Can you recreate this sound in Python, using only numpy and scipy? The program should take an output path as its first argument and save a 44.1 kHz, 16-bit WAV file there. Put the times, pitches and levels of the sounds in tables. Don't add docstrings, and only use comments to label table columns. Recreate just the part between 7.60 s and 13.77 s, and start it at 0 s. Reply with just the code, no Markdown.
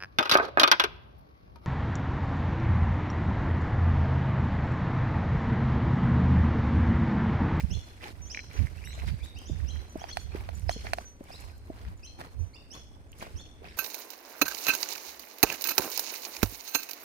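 import sys
import numpy as np
from scipy import signal
from scipy.fft import rfft, irfft, next_fast_len
from scipy.io import wavfile
from scipy.ndimage import uniform_filter1d, map_coordinates

SR = 44100
rng = np.random.default_rng(int(sys.argv[2]) if len(sys.argv) > 2 else 0)


def log_audio(samples):
    frames = np.atleast_2d(samples).T
    limited = np.clip(frames, -1, 1)
    pcm = np.round(limited * 32767).astype(np.int16)
    wavfile.write(sys.argv[1], SR, pcm)


def boost_factor(decibels):
    exponent = np.asarray(decibels, float) / 20
    return 10 ** exponent


N = 272097

# frequency in Hz, level in dB per Hz.
AIR_COLOUR = [(71, 2), (120, 0.5), (150, -5), (272, -3), (1210, -20.5), (2530, -24.5), (5870, -42),
              (7350, -43), (8480, -26.5), (14200, -75), (16000, -60)]
# frequency in Hz, likeness from 0 to 1.
EAR_LIKENESS = [(200, 1), (800, 0.81), (2300, 0.044), (6000, 0.013), (15000, 0.014)]
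# frequency in Hz, time to fade by 60 dB in seconds.
TREE_FADE = [(300, .25), (2500, 1.0), (4300, 1.5), (6000, .9), (8000, .6), (14000, .35)]

# frequency in Hz, level in dB per Hz.
WIND_COLOUR = [(20, -55), (35, -8.5), (65, 4.5), (95, -2), (130, -19), (200, -46), (400, -36), (900, -67)]
# time in seconds, level in dB.
BREEZE_LEVEL = [(0, -40), (.3, -50.5), (1.2, -53), (1.8, -48), (2.9, -51.5), (3.6, -56), (4.1, -46),
                (5, -54.5), (5.6, -51), (6.17, -53)]
# peak in seconds, level in dB, half length in seconds,
# flutter in dB against the rumble.
WINDWARD_PUFFS = [(.045, -21.5, 0.015, -4), (.115, -26.5, 0.02, -3), (.17, -24, 0.019, -21),
                  (.62, -40, 0.086, -15), (.99, -17.5, 0.009, -24), (1.022, -18.5, 0.024, -6.5),
                  (1.2, -39, 0.27, -13), (1.47, -27.5, 0.052, -15.5), (1.535, -24, 0.018, -16),
                  (1.63, -30, 0.021, -18), (1.77, -36.5, 0.016, -13), (1.92, -29, 0.03, -10),
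                  (2.035, -25.5, 0.059, -15.5), (2.17, -29.5, 0.048, -20.5), (2.69, -36, 0.12, -13.5),
                  (2.8, -29, 0.009, -33), (2.95, -34, 0.08, -11.5), (3.07, -24.5, 0.032, -27),
                  (3.25, -38.5, 0.12, -19), (3.86, -42, 0.071, -38), (4.3, -43, 0.073, -22),
                  (4.815, -24.5, 0.038, -23), (5.3, -60, 0.16, -12), (5.765, -32, 0.023, -29)]
SHELTERED_PUFFS = [(.15, -64, 0.066, -23), (1.41, -38.5, 0.076, -39), (1.54, -48, 0.032, -17),
                   (1.95, -66, 0.073, -6), (2.38, -38, 0.01, 2.5), (2.8, -43, 0.058, -25),
                   (3.21, -43.5, 0.16, -27), (4.28, -32, 0.021, -7.5), (5.76, -45, 0.017, -10)]

# start in seconds, pitch in Hz, level in
# dB, time to fade by 60 dB in seconds.
LINGERING_NOTES = [(.16, 4200, -61, 1.0), (.762, 4145, -57, 0.98), (1.3, 4080, -56, 0.81),
                   (1.45, 4650, -61, 0.97), (1.79, 4960, -62, 1.2), (2.118, 4075, -61, .8),
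                   (2.445, 4800, -64, 0.54), (2.538, 4300, -60, .7), (3.138, 4350, -58, .8),
                   (3.425, 1535, -58, .25), (3.769, 4170, -59, 1), (3.912, 1560, -55, 0.16),
                   (4.483, 4250, -59, 0.88), (4.975, 3640, -67, 0.73), (4.965, 2600, -66, 0.83),
                   (5.163, 4220, -73, 0.71), (5.145, 3380, -67, .6), (5.82, 4310, -72, .6),
                   (1.3, 3800, -67, .6), (1.66, 3760, -55, 0.76), (1.885, 3520, -65, .4), (4.47, 3130, -66, .8)]

# start in seconds, length in seconds, start pitch in Hz, overtone level in dB,
# fundamental in dB against the overtone.
BIRD_GLIDES = [(0.1, 0.045, 2420, -50, -5.5), (0.651, 0.041, 2625, -55.5, -15),
               (0.696, 0.045, 2306, -50, -9), (1.305, 0.053, 2570, -58.5, -5),
               (1.747, 0.046, 2094, -57.5, -1.5), (1.855, 0.042, 2710, -53.5, -13),
               (2.067, 0.04, 2403, -56.5, -4.5), (2.388, 0.038, 2503, -57, -4),
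               (2.481, 0.037, 2546, -56, -1.5), (3.08, 0.043, 2360, -50.5, -7),
               (3.712, 0.022, 2210, -53, -7.5), (4.425, 0.039, 2310, -53, -8.5),
               (4.929, 0.039, 1920, -64, -0.5), (5.101, 0.048, 2350, -55.5, -7.5),
               (5.758, 0.044, 2480, -54, -7), (6.079, 0.022, 2240, -61.5, -7)]
# start in seconds, start pitch in Hz, level in dB.
BIRD_PIPS = [(.146, 4112, -54.5), (0.749, 3980, -56), (2.105, 3980, -55), (2.432, 4710, -60),
             (2.524, 4200, -48.5), (3.124, 4197, -50), (3.684, 3430, -67), (4.469, 4040, -56),
             (4.962, 3490, -59.5), (5.15, 4200, -56), (5.808, 4260, -61), (6.111, 3690, -65.5)]
# start in seconds, length in seconds, start pitch in Hz,
# end pitch in Hz, level in dB.
SECOND_BIRD = [(1.174, 0.035, 2540, 2990, -62), (1.217, 0.02, 2220, 2534, -58.5),
               (2.495, 0.04, 4300, 5250, -63), (1.601, 0.032, 2125, 2570, -58),
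               (1.63, 0.021, 3440, 3590, -62), (1.639, 0.041, 3740, 3970, -63.5),
               (1.749, 0.014, 4750, 4840, -67), (1.774, 0.019, 2970, 3000, -71),
               (4.807, 0.019, 2620, 2440, -76), (2.716, 0.021, 2290, 2780, -62),
               (3.03, 0.056, 5160, 5150, -75), (3.665, 0.044, 2190, 2540, -70.5),
               (3.74, 0.027, 3610, 4300, -53.5)]
REEDY_BIRD = [
    (1.241, 0.0233, 2560, 2995, -56),
    (1.26, 0.0417, 3694, 4080, -59),
]

# start in seconds, peak in dB, upper tones in dB.
COLLAR_TAGS = [(0.2349, -69, 17), (0.617, -43, -14), (0.937, -47, -6), (2.295, -52, 3), (2.603, -53, 9),
               (2.951, -55.5, 15), (3.2545, -57, -8), (3.45, -43, -13), (4.788, -52, -20), (5.493, -67, 11),
               (3.395, -53, -5),
    (4.374, -68, 14),
    (4.86, -59, -18),
]
# pitch in Hz, time to fade by 60 dB in seconds.
TAG_TONES = [(6024, .28), (7050, .035), (10800, .1)]

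# start in seconds, peak in dB, pitch in Hz.
STONE_CLICKS = [(.0044, -19.5, 2230), (.4065, -38, 1850), (.434, -28, 2400), (.466, -33, 1610),
                (.612, -43, 2200), (.685, -39, 1990), (.747, -15, 2250), (0.7735, -13.5, 2080),
                (0.7917, -16.5, 2185), (.7984, -25, 2070), (0.9126, -28.5, 2130), (.941, -37, 2120),
                (.991, -27, 2200), (1.398, -26.5, 2430), (4.642, -65, 1930), (5.862, -39, 2870),
                (1.07, -25, 1940), (1.24, -28, 2230), (1.274, -25, 1890), (1.3062, -32.5, 2040),
                (1.3303, -29, 2230), (1.4787, -28, 1880), (2.002, -32, 1770), (2.161, -33, 1750),
                (2.764, -32, 2470), (2.806, -32, 2170), (3.822, -38, 2540), (3.8977, -38, 2300),
                (5.53, -33, 2850), (5.6116, -27.5, 2320), (5.6236, -32, 1870), (5.6531, -43, 1900),
                (6.0525, -29, 2390),
                (.4115, -33, 1880), (.4195, -35, 2470), (.426, -30, 2570), (0.4407, -35, 2400),
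                (.4985, -41, 2620), (.9625, -37, 2200), (.968, -39, 2150), (.9725, -35, 1950),
                (.9815, -36, 1950), (1.0055, -38, 1900), (1.056, -35, 2100), (1.064, -41, 2030),
                (1.0815, -33, 1950), (1.156, -38, 2090), (1.391, -28, 2090), (1.419, -29, 2100),
                (1.488, -27, 2250), (3.257, -32, 1870), (3.2703, -20.5, 2150), (3.281, -33, 1910),
                (3.32, -35, 2250), (4.617, -29, 1700), (4.6385, -37, 1680), (5.641, -38, 2200),
                (5.654, -33, 2300), (5.671, -40, 2290), (5.7547, -41, 2840), (6.09, -40, 2200)]
# start in seconds, peak in dB.
DRY_SNAPS = [(0.4673, -39), (0.9133, -47), (0.932, -25), (1.07, -28), (1.242, -28), (1.638, -45),
             (1.665, -44), (1.788, -24), (1.831, -29), (2.225, -49), (2.2967, -33), (2.3265, -28),
             (2.375, -22), (2.6045, -46), (2.952, -21), (2.976, -24), (2.996, -18), (3.64, -22),
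             (3.808, -23), (3.98, -29), (4.3755, -35), (5.5184, -20.5), (5.586, -21),
             (1.101, -32),
    (2.748, -40),
    (4.143, -36),
]

# start in seconds, peak in dB,
# clack in dB, crack in dB.
LEAD_AND_TWIG_KNOCKS = [(2.416, -40, -17, -22), (2.44, -35.5, 4, -21), (2.57, -30, 9.5, 13), (2.889, -35, 3, 3),
                        (3.093, -23, 3.5, 5.5), (3.251, -41, -22, -22), (3.267, -41, 9.5, -20),
                        (3.333, -27, 11.5, 16), (3.384, -32.5, 2.5, -1), (3.704, -44, -10, -4),
                        (4.612, -41.5, 8.5, 10), (5.624, -43.5, 5, 5),
                        (3.246, -45, -10, -20),
    (4.5885, -50, 4, 9),
    (4.6045, -43.5, 6, 10),
    (3.821, -64, 8, 16),
]

# start in seconds, peak in dB, pitch in Hz, upper ring in dB.
TIMBER_THUDS = [(0.453, -43.5, 391, 11.5), (1.894, -30.5, 289, -5.5), (2.353, -26.5, 302, -0.5),
                (2.746, -28, 374.5, -11.5), (3.159, -33, 213, 3), (3.605, -35, 266, -1),
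                (4.097, -29.5, 306, 1.5), (5.114, -48, 231, -4), (0.999, -37, 255, -13),
                (5.627, -52, 333, -8), (6.016, -42, 430, -19)]
# start in seconds, peak in dB, pitch in
# Hz.
EARTH_THUDS = [(0.109, -43, 292), (0.502, -42, 328), (0.949, -41.5, 385), (0.98, -54, 282),
               (1.374, -45, 626), (4.588, -45, 338), (4.665, -48.5, 452), (5.705, -51.5, 377),
               (5.86, -70, 487), (6.039, -42.5, 710),
               (4.6, -53, 526), (5.631, -48, 420), (5.674, -50, 520), (6.029, -49, 520)]

# time in seconds, level in dB.
PAW_PATTER = [(0, -58), (.31, -59.5), (.55, -62.5), (1.36, -58.5), (1.74, -61), (2.87, -64.5),
              (3.28, -58.5), (3.42, -66.5), (4.62, -64.5), (5.5, -68), (5.67, -57.5), (6.17, -73)]
# peak in seconds, length in seconds, level in dB, gravel in dB
SCUFFED_STEPS = [(-0.01, 0.017, -59, 27), (0.449, 0.053, -50.5, 0.5), (0.961, 0.063, -54.5, 3.5),
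                 (1.406, 0.036, -55, -2.5), (1.486, 0.042, -70, 24), (1.999, 0.082, -62.5, -3),
                 (2.175, 0.073, -61, -2), (2.413, 0.084, -56, -7), (2.49, 0.022, -57.5, 6),
                 (2.788, 0.13, -56.5, -3), (3.107, 0.008, -56.5, -24), (3.26, 0.031, -54, -7),
                 (3.396, 0.046, -61, -9), (3.732, 0.16, -62.5, -6), (4.199, 0.12, -61.5, -6),
                 (4.604, 0.019, -50.5, -7.5), (5.159, 0.043, -58.5, -4), (5.627, 0.025, -53.5, -2),
                 (6.046, 0.028, -58.5, -10), (6.102, 0.12, -69, 22),
                 (4.642, 0.051, -58.5, -5),
]
# peak in seconds, length in seconds, level in dB.
LEAF_RUSTLES = [(-0.005, 0.027, -57), (0.48, 0.036, -64.5), (1.068, 0.016, -67), (1.478, 0.027, -62),
                (1.645, 0.028, -61.5), (2.588, 0.068, -61.5), (2.967, 0.041, -64), (3.116, 0.03, -58),
                (3.407, 0.072, -66.5), (3.757, 0.16, -67), (5.173, 0.065, -73), (5.596, 0.041, -65.5),
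                (6.144, 0.069, -67),
                (3.244, 0.1, -64.5),
    (3.805, 0.015, -58),
]
# frequency in Hz, level in dB per Hz.
EARTH_COLOUR = [(70, -17), (150, 2), (280, -0.5), (500, -2), (800, -1), (1100, -2), (2500, -25.5)]
GRAVEL_COLOUR = [(500, 0.5), (1000, -9), (1500, 3.5), (2300, 1.5), (3500, -5), (5000, -6.5), (8000, -24),
                 (16000, -59)]
STONE_COLOUR = [(1400, -19.5), (2100, 1), (2800, -5), (3800, -22.5)]
LEAF_COLOUR = [(2500, -1), (4500, 6.5), (6500, 6.5), (7500, 6.5), (9000, 3.5), (13000, -0.5), (15000, -13),
               (15900, -7), (16300, -70)]

AIR_DB, AIR_SWAY_DB = -56.5, 1.5
PUFF_SHAPE, BREEZE_FLUTTER_DB = 1.61, -44
BEAT_RATE, STEADY_LINE = 130, .7
CLIMB_HZ_PER_S, LEVEL_OFF = 24000, .2
PIP_S, PIP_RISE, PIP_SECOND_DB = 0.014, 1.03, -13.5
GLIDE_SWELL_DB, PIP_SWELL_DB = 11, -6
THIRD_DB, FOURTH_DB, FLICKER_DB = -19, -23, 5
NEARER_FROM_S, FAR_UPPER_DB, NEAR_UPPER_DB = 3, -8, 3
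REEDY_SECOND_DB = -2.5
REEDY_THIRD_DB, REEDY_FOURTH_DB = -6, -4
VOICE_TOP_HZ = 12500
GLIDE_ECHO_DB, PIP_ECHO_DB, STIR_DB = -2.5, -17, 3
NEAR_LEAVES_DB = -7
TICK_PAN_DB = -5
CLOD_UPPER_DB = -1.5
GRAVEL_DB, GRAVEL_GROWS = -5.5, 2.01
LEAF_DB, LEAF_GROWS = -9, 1.44
STONE_DB = -9
RISE_SHARE, FALL_SHARE = 0.61, 1.066
STEP_LEAF_DB, RUSTLE_GRAVEL_DB = -18.5, -5
PORT_DIP_HZ, PORT_DIP_WIDTH_HZ, PORT_DIP_DB = 7390, 350, -4.5
TOP_HZ, TOP_STEEPNESS = 15750, 60


def unit(x):
    return x / np.sqrt(np.mean(x ** 2) + 1e-20)


def along(points, hz):
    f, v = np.transpose(points)
    return np.interp(np.log(hz + 1), np.log(f + 1), v)


def curves(rows):
    s, *cols = np.transpose(rows)
    return [np.interp(np.arange(N) / SR, s, c) for c in cols]


def wobble(rate):
    knots = rng.standard_normal(int(N * rate / SR) + 4)
    return map_coordinates(knots, [np.arange(N) * rate / SR])


def filtered(x, response):
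    m = next_fast_len(N + 8192)
    return irfft(rfft(x, m) * response(np.fft.rfftfreq(m, 1 / SR)), m)[..., :N]


def late(pair, lag_ms):
    lags = np.array([[lag_ms], [0]]) / 1000
    return filtered(pair, lambda hz: np.exp(-2j * np.pi * hz * lags))


def spread(pair, colour, lag_ms):
    def mid_and_side(hz):
        turn = np.arccos(np.clip(along(EAR_LIKENESS, hz), 0, 1)) / 2
        return boost_factor(along(colour, hz)) * [np.cos(turn), np.sin(turn)]

    mid, side = filtered(pair, mid_and_side)
    return unit(late(np.array([mid + side, mid - side]), lag_ms))


def add(out, s, sound, pan_db):
    i = round(s * SR)
    out[:, i:i + len(sound)] += sound * boost_factor([[pan_db / 2], [-pan_db / 2]])


def ring(t, hz, t60, attack):
    return -np.sin(2 * np.pi * hz * t) * boost_factor(-60 * t / t60) * (1 - np.exp(-t / attack))


def swell(peak, rise, fall, shape):
    t = np.arange(0, N + 64, 64) / SR - peak
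    bump = np.exp(-np.abs(t / np.where(t < 0, rise, fall)) ** shape)
    return np.interp(np.arange(N) / SR - peak, t, bump)


def echoes(x, t60_scale, size):
    out, step = np.zeros((2, N + 2 * SR)), SR // 3
    for i in range(0, N, step):
        hz, t, z = signal.stft(rng.standard_normal((2, size)), SR, nperseg=256)
        fade = boost_factor(-60 * t / (t60_scale * along(TREE_FADE, hz)[:, None]))
        tail = signal.istft(z * fade, SR, nperseg=256)[1]
        wet = signal.fftconvolve(x[None, i:i + step], tail / np.linalg.norm(tail[0]), axes=1)
        out[:, i:i + wet.shape[1]] += wet
    return out[:, :N]


def quiet_air():
    level = boost_factor(AIR_DB + AIR_SWAY_DB * wobble(3.183))
    return level * spread(rng.standard_normal((2, N)), AIR_COLOUR, lag_ms=0.19)


def port(puffs):
    gains = boost_factor(curves(BREEZE_LEVEL)[0]) * boost_factor([[0], [BREEZE_FLUTTER_DB]])
    for peak, db, half, flutter_db in puffs:
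        gains = gains + boost_factor([[db], [db + flutter_db]]) * swell(peak, half, half, PUFF_SHAPE)
    return gains


def wind():
    gains = np.array([port(SHELTERED_PUFFS), port(WINDWARD_PUFFS)])
    noise = rng.standard_normal((2, 2, N))
    low = filtered(noise[0], lambda hz: boost_factor(along(WIND_COLOUR, hz)))
    low = unit(low / np.sqrt(np.abs(uniform_filter1d(low ** 2, size=SR // 18)) + 1e-9))
    lumps = boost_factor(3.2 * np.array([wobble(26), wobble(24.12)]))
    flap = unit(lumps * filtered(noise[1], lambda hz: boost_factor(along(WIND_COLOUR, hz / 2.144))))
    return gains[:, 0] * low + gains[:, 1] * boost_factor(1.0) * flap


def linger():
    out, t = np.zeros((2, N)), np.arange(N) / SR
    beat = STEADY_LINE + np.array([wobble(BEAT_RATE) + 1j * wobble(BEAT_RATE) for _ in range(2)])
    for s, hz, db, t60 in LINGERING_NOTES:
        a, b = round(s * SR), round((s + t60) * SR)
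        u = t[a:b] - s
        fade = boost_factor(db - 60 * u / t60) * (1 - np.exp(-u / 0.0035))
        out[:, a:b] += fade * np.real(beat[:, a:b] * np.exp(2j * np.pi * hz * u))
    return late(out, 0.414)


def whistles(calls, swell_db, attack_s, third_db=THIRD_DB, fourth_db=FOURTH_DB, far_db=FAR_UPPER_DB):
    out = np.zeros((2, 2, N + SR))
    for start, end, start_hz, end_hz, first_db, second_db in calls:
        t = np.arange(round((end - start) * SR)) / SR
        u = t / t[-1]
        pitch = start_hz + (end_hz - start_hz) * (u + LEVEL_OFF * u * (1 - u * u))
        phase = 2 * np.pi * np.cumsum(pitch) / SR
        shape = np.sqrt(2) * np.clip(t / attack_s, 0, 1) * np.clip((t[-1] - t) / 0.00037, 0, 1)
        first = boost_factor(first_db + swell_db * (u - .5)) * shape * np.sin(phase)
        add(out[0], start, first, 3.5)
        upper_db = NEAR_UPPER_DB if start > NEARER_FROM_S else far_db
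        third_fourth = boost_factor(third_db) * np.sin(3 * phase) + boost_factor(fourth_db) * np.sin(4 * phase)
        upper = np.sin(2 * phase) + boost_factor(upper_db) * np.clip(2 * u, 0, 1) * third_fourth
        add(out[1], start, boost_factor(second_db - 26 * (u - .45) ** 2) * shape * upper, -4.5)
    flicker = boost_factor(FLICKER_DB * np.array([[wobble(140), wobble(140)], [wobble(140), wobble(140)]]))
    return (flicker * out[..., :N]).sum(0)


def birds():
    glide_calls = [(s, s + n, hz, hz + CLIMB_HZ_PER_S * n, db + first_db, db)
                   for s, n, hz, db, first_db in BIRD_GLIDES]
    glides = whistles(glide_calls, swell_db=GLIDE_SWELL_DB, attack_s=0.0055)

    short = [(s, PIP_S, hz, PIP_RISE * hz, db) for s, hz, db in BIRD_PIPS] + SECOND_BIRD
    pip_calls = [(s, s + n, hz, end_hz, db, db + PIP_SECOND_DB) for s, n, hz, end_hz, db in short]
    pips = whistles(pip_calls, swell_db=PIP_SWELL_DB, attack_s=0.0012)

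    reedy_calls = [(s, s + n, hz, end_hz, db, db + REEDY_SECOND_DB)
                   for s, n, hz, end_hz, db in REEDY_BIRD]
    reedy = whistles(reedy_calls, swell_db=-4, attack_s=0.0024,
                     third_db=REEDY_THIRD_DB, fourth_db=REEDY_FOURTH_DB, far_db=1.5)

    voices = np.array([reedy, glides])
    reedy, glides = filtered(voices, lambda hz: 1 / (1 + (hz / VOICE_TOP_HZ) ** 16))
    direct = glides + pips + reedy
    sent = boost_factor(GLIDE_ECHO_DB) * (glides + reedy) + boost_factor(PIP_ECHO_DB) * pips
    stir = boost_factor(STIR_DB * np.array([wobble(220), wobble(220)]))
    leaves = boost_factor(NEAR_LEAVES_DB) * echoes(direct.mean(0), t60_scale=0.32, size=SR // 5)
    far_trees = echoes(sent.mean(0), t60_scale=0.67, size=3 * SR // 4)
    return direct + stir * (leaves + far_trees)


def tags():
    out, t = np.zeros((2, N + SR)), np.arange(SR // 3) / SR
    for s, db, upper_db in COLLAR_TAGS:
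        gains = boost_factor([0, upper_db, upper_db - 19])
        disc = sum(g * ring(t, hz, t60, t60 * 0.026) for g, (hz, t60) in zip(gains, TAG_TONES))
        add(out, s, boost_factor(db) * disc, -3)
    return late(out[:, :N], .42)


def ticks():
    out, t = np.zeros((2, N + SR)), np.arange(SR // 50) / SR
    thin = signal.butter(2, [6000, 13000], "band", fs=SR)
    for s, db, hz in STONE_CLICKS:
        click = ring(t, hz, 0.0029, 0.00086) + 0.052 * ring(t, hz * 1.06, 0.033, 0.0048)
        add(out, s, boost_factor(db + 8.0) * click, TICK_PAN_DB)
    for s, db in DRY_SNAPS:
        snap = signal.lfilter(*thin, rng.standard_normal(len(t))) * boost_factor(-3.5 - 60 * t / 0.0049)
        add(out, s, boost_factor(db - 14) * snap, rng.normal(0, 3))
    return late(out[:, :N], 0.41)


def knocks():
    out, t = np.zeros((2, N + SR)), np.arange(SR // 16) / SR
    edge = signal.butter(1, [2500, 9000], "band", fs=SR)
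    for s, db, clack_db, crack_db in LEAD_AND_TWIG_KNOCKS:
        u = rng.standard_normal(5)
        body = ring(t, 720 * (1 + .04 * u[0]), .012, .004)
        clack = sum(boost_factor(0.28 * v - hz / 700) * ring(t, hz, 0.0026, 0.00062)
                    for hz, v in zip((1460, 1770, 2350, 4300), u[1:]))
        crack = signal.lfilter(*edge, rng.standard_normal(len(t)))
        crack = crack * boost_factor(-60 * t / .016) * (1 - np.exp(-t / .0005))
        add(out, s, boost_factor(db + 23.5) * body, -4)
        hard = boost_factor(db + 13.0 + clack_db) * clack + boost_factor(db + crack_db - 12.5) * crack
        add(out, s + 0.00082, hard, -6)
    return late(out[:, :N], 0.48)


def thuds():
    out, t = np.zeros((2, N + SR)), np.arange(SR // 16) / SR
    soft = [(s, db, hz, CLOD_UPPER_DB) for s, db, hz in EARTH_THUDS]
    for s, db, hz, upper_db in TIMBER_THUDS + soft:
        push = ring(t, hz, .016, .002) + boost_factor(upper_db - 12) * ring(t, 2.1 * hz, .035, .003)
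        add(out, s + 0.00296, boost_factor(db + 13.5) * push, -2.2)
    return late(out[:, :N], 0.28)


def grains(rate, scatter_db, smooth):
    hit = rng.random((2, N)) < rate / SR
    size = boost_factor(scatter_db * np.minimum(rng.exponential(size=(2, N)), 4)) * rng.standard_normal((2, N))
    z = signal.stft(unit(hit * size) + smooth * rng.standard_normal((2, N)), nperseg=128)[2]
    patches = uniform_filter1d(rng.standard_normal(z.shape[1:]), size=2, axis=0)
    patches = uniform_filter1d(patches, size=3, axis=1)
    return signal.istft(z * boost_factor(3.5 * unit(patches)), nperseg=128)[1][:, :N]


def scuff(peak, length, db):
    return boost_factor(db)[:, None] * swell(peak, RISE_SHARE * length, FALL_SHARE * length, 2.2)


def grit():
    patter_db, = curves(PAW_PATTER)
    mean_db = patter_db.mean()
    swing_db = patter_db - mean_db
    gravel_db = GRAVEL_DB + GRAVEL_GROWS * swing_db
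    leaf_db = LEAF_DB + LEAF_GROWS * swing_db
    level = boost_factor(mean_db + np.array([swing_db, gravel_db, leaf_db]))
    for peak, length, db, stony_db in SCUFFED_STEPS:
        level = level + scuff(peak, length, [db - stony_db / 2, db + stony_db / 2, db + STEP_LEAF_DB])
    for peak, length, db in LEAF_RUSTLES:
        level[1:] += scuff(peak, length, [db + RUSTLE_GRAVEL_DB, db])

    clumps = wobble(70)
    earth = spread(grains(1200, scatter_db=2.4, smooth=.5), EARTH_COLOUR, lag_ms=.32)
    earth = boost_factor(2.8 * clumps) * earth
    gravel = spread(grains(1800, scatter_db=3, smooth=.5), GRAVEL_COLOUR, lag_ms=.36)
    gravel = boost_factor(2 + 1.2 * clumps + 1.5 * wobble(50)) * gravel
    stones = spread(grains(350, scatter_db=3, smooth=.2), STONE_COLOUR, lag_ms=.4)
    gravel = gravel + boost_factor(STONE_DB) * stones
    leaves = spread(grains(3000, scatter_db=2.2, smooth=.8), LEAF_COLOUR, lag_ms=.4)
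    leaves = boost_factor(2 + 1.5 * wobble(40) + clumps) * leaves
    return (level[0] * earth + level[1] * gravel + level[2] * leaves) * boost_factor([[-.8], [.8]])


def scene():
    background = quiet_air() + wind() + linger() + birds()
    hits = ticks() + knocks() + thuds()
    near = boost_factor(-11.0) * echoes(hits[1], t60_scale=0.028, size=SR // 8)
    return background + tags() + hits + near + grit()


def band_limit(x):
    return signal.sosfilt(signal.butter(12, 15830, fs=SR, output="sos"), x)


def record(dry):
    def microphone(hz):
        dip_db = PORT_DIP_DB * np.exp(-((hz - PORT_DIP_HZ) / PORT_DIP_WIDTH_HZ) ** 2)
        return boost_factor(dip_db) / (1 + (hz / TOP_HZ) ** TOP_STEEPNESS)

    heard = filtered(dry, microphone)
    return band_limit(heard)


dry = scene()
out = record(dry)
log_audio(out)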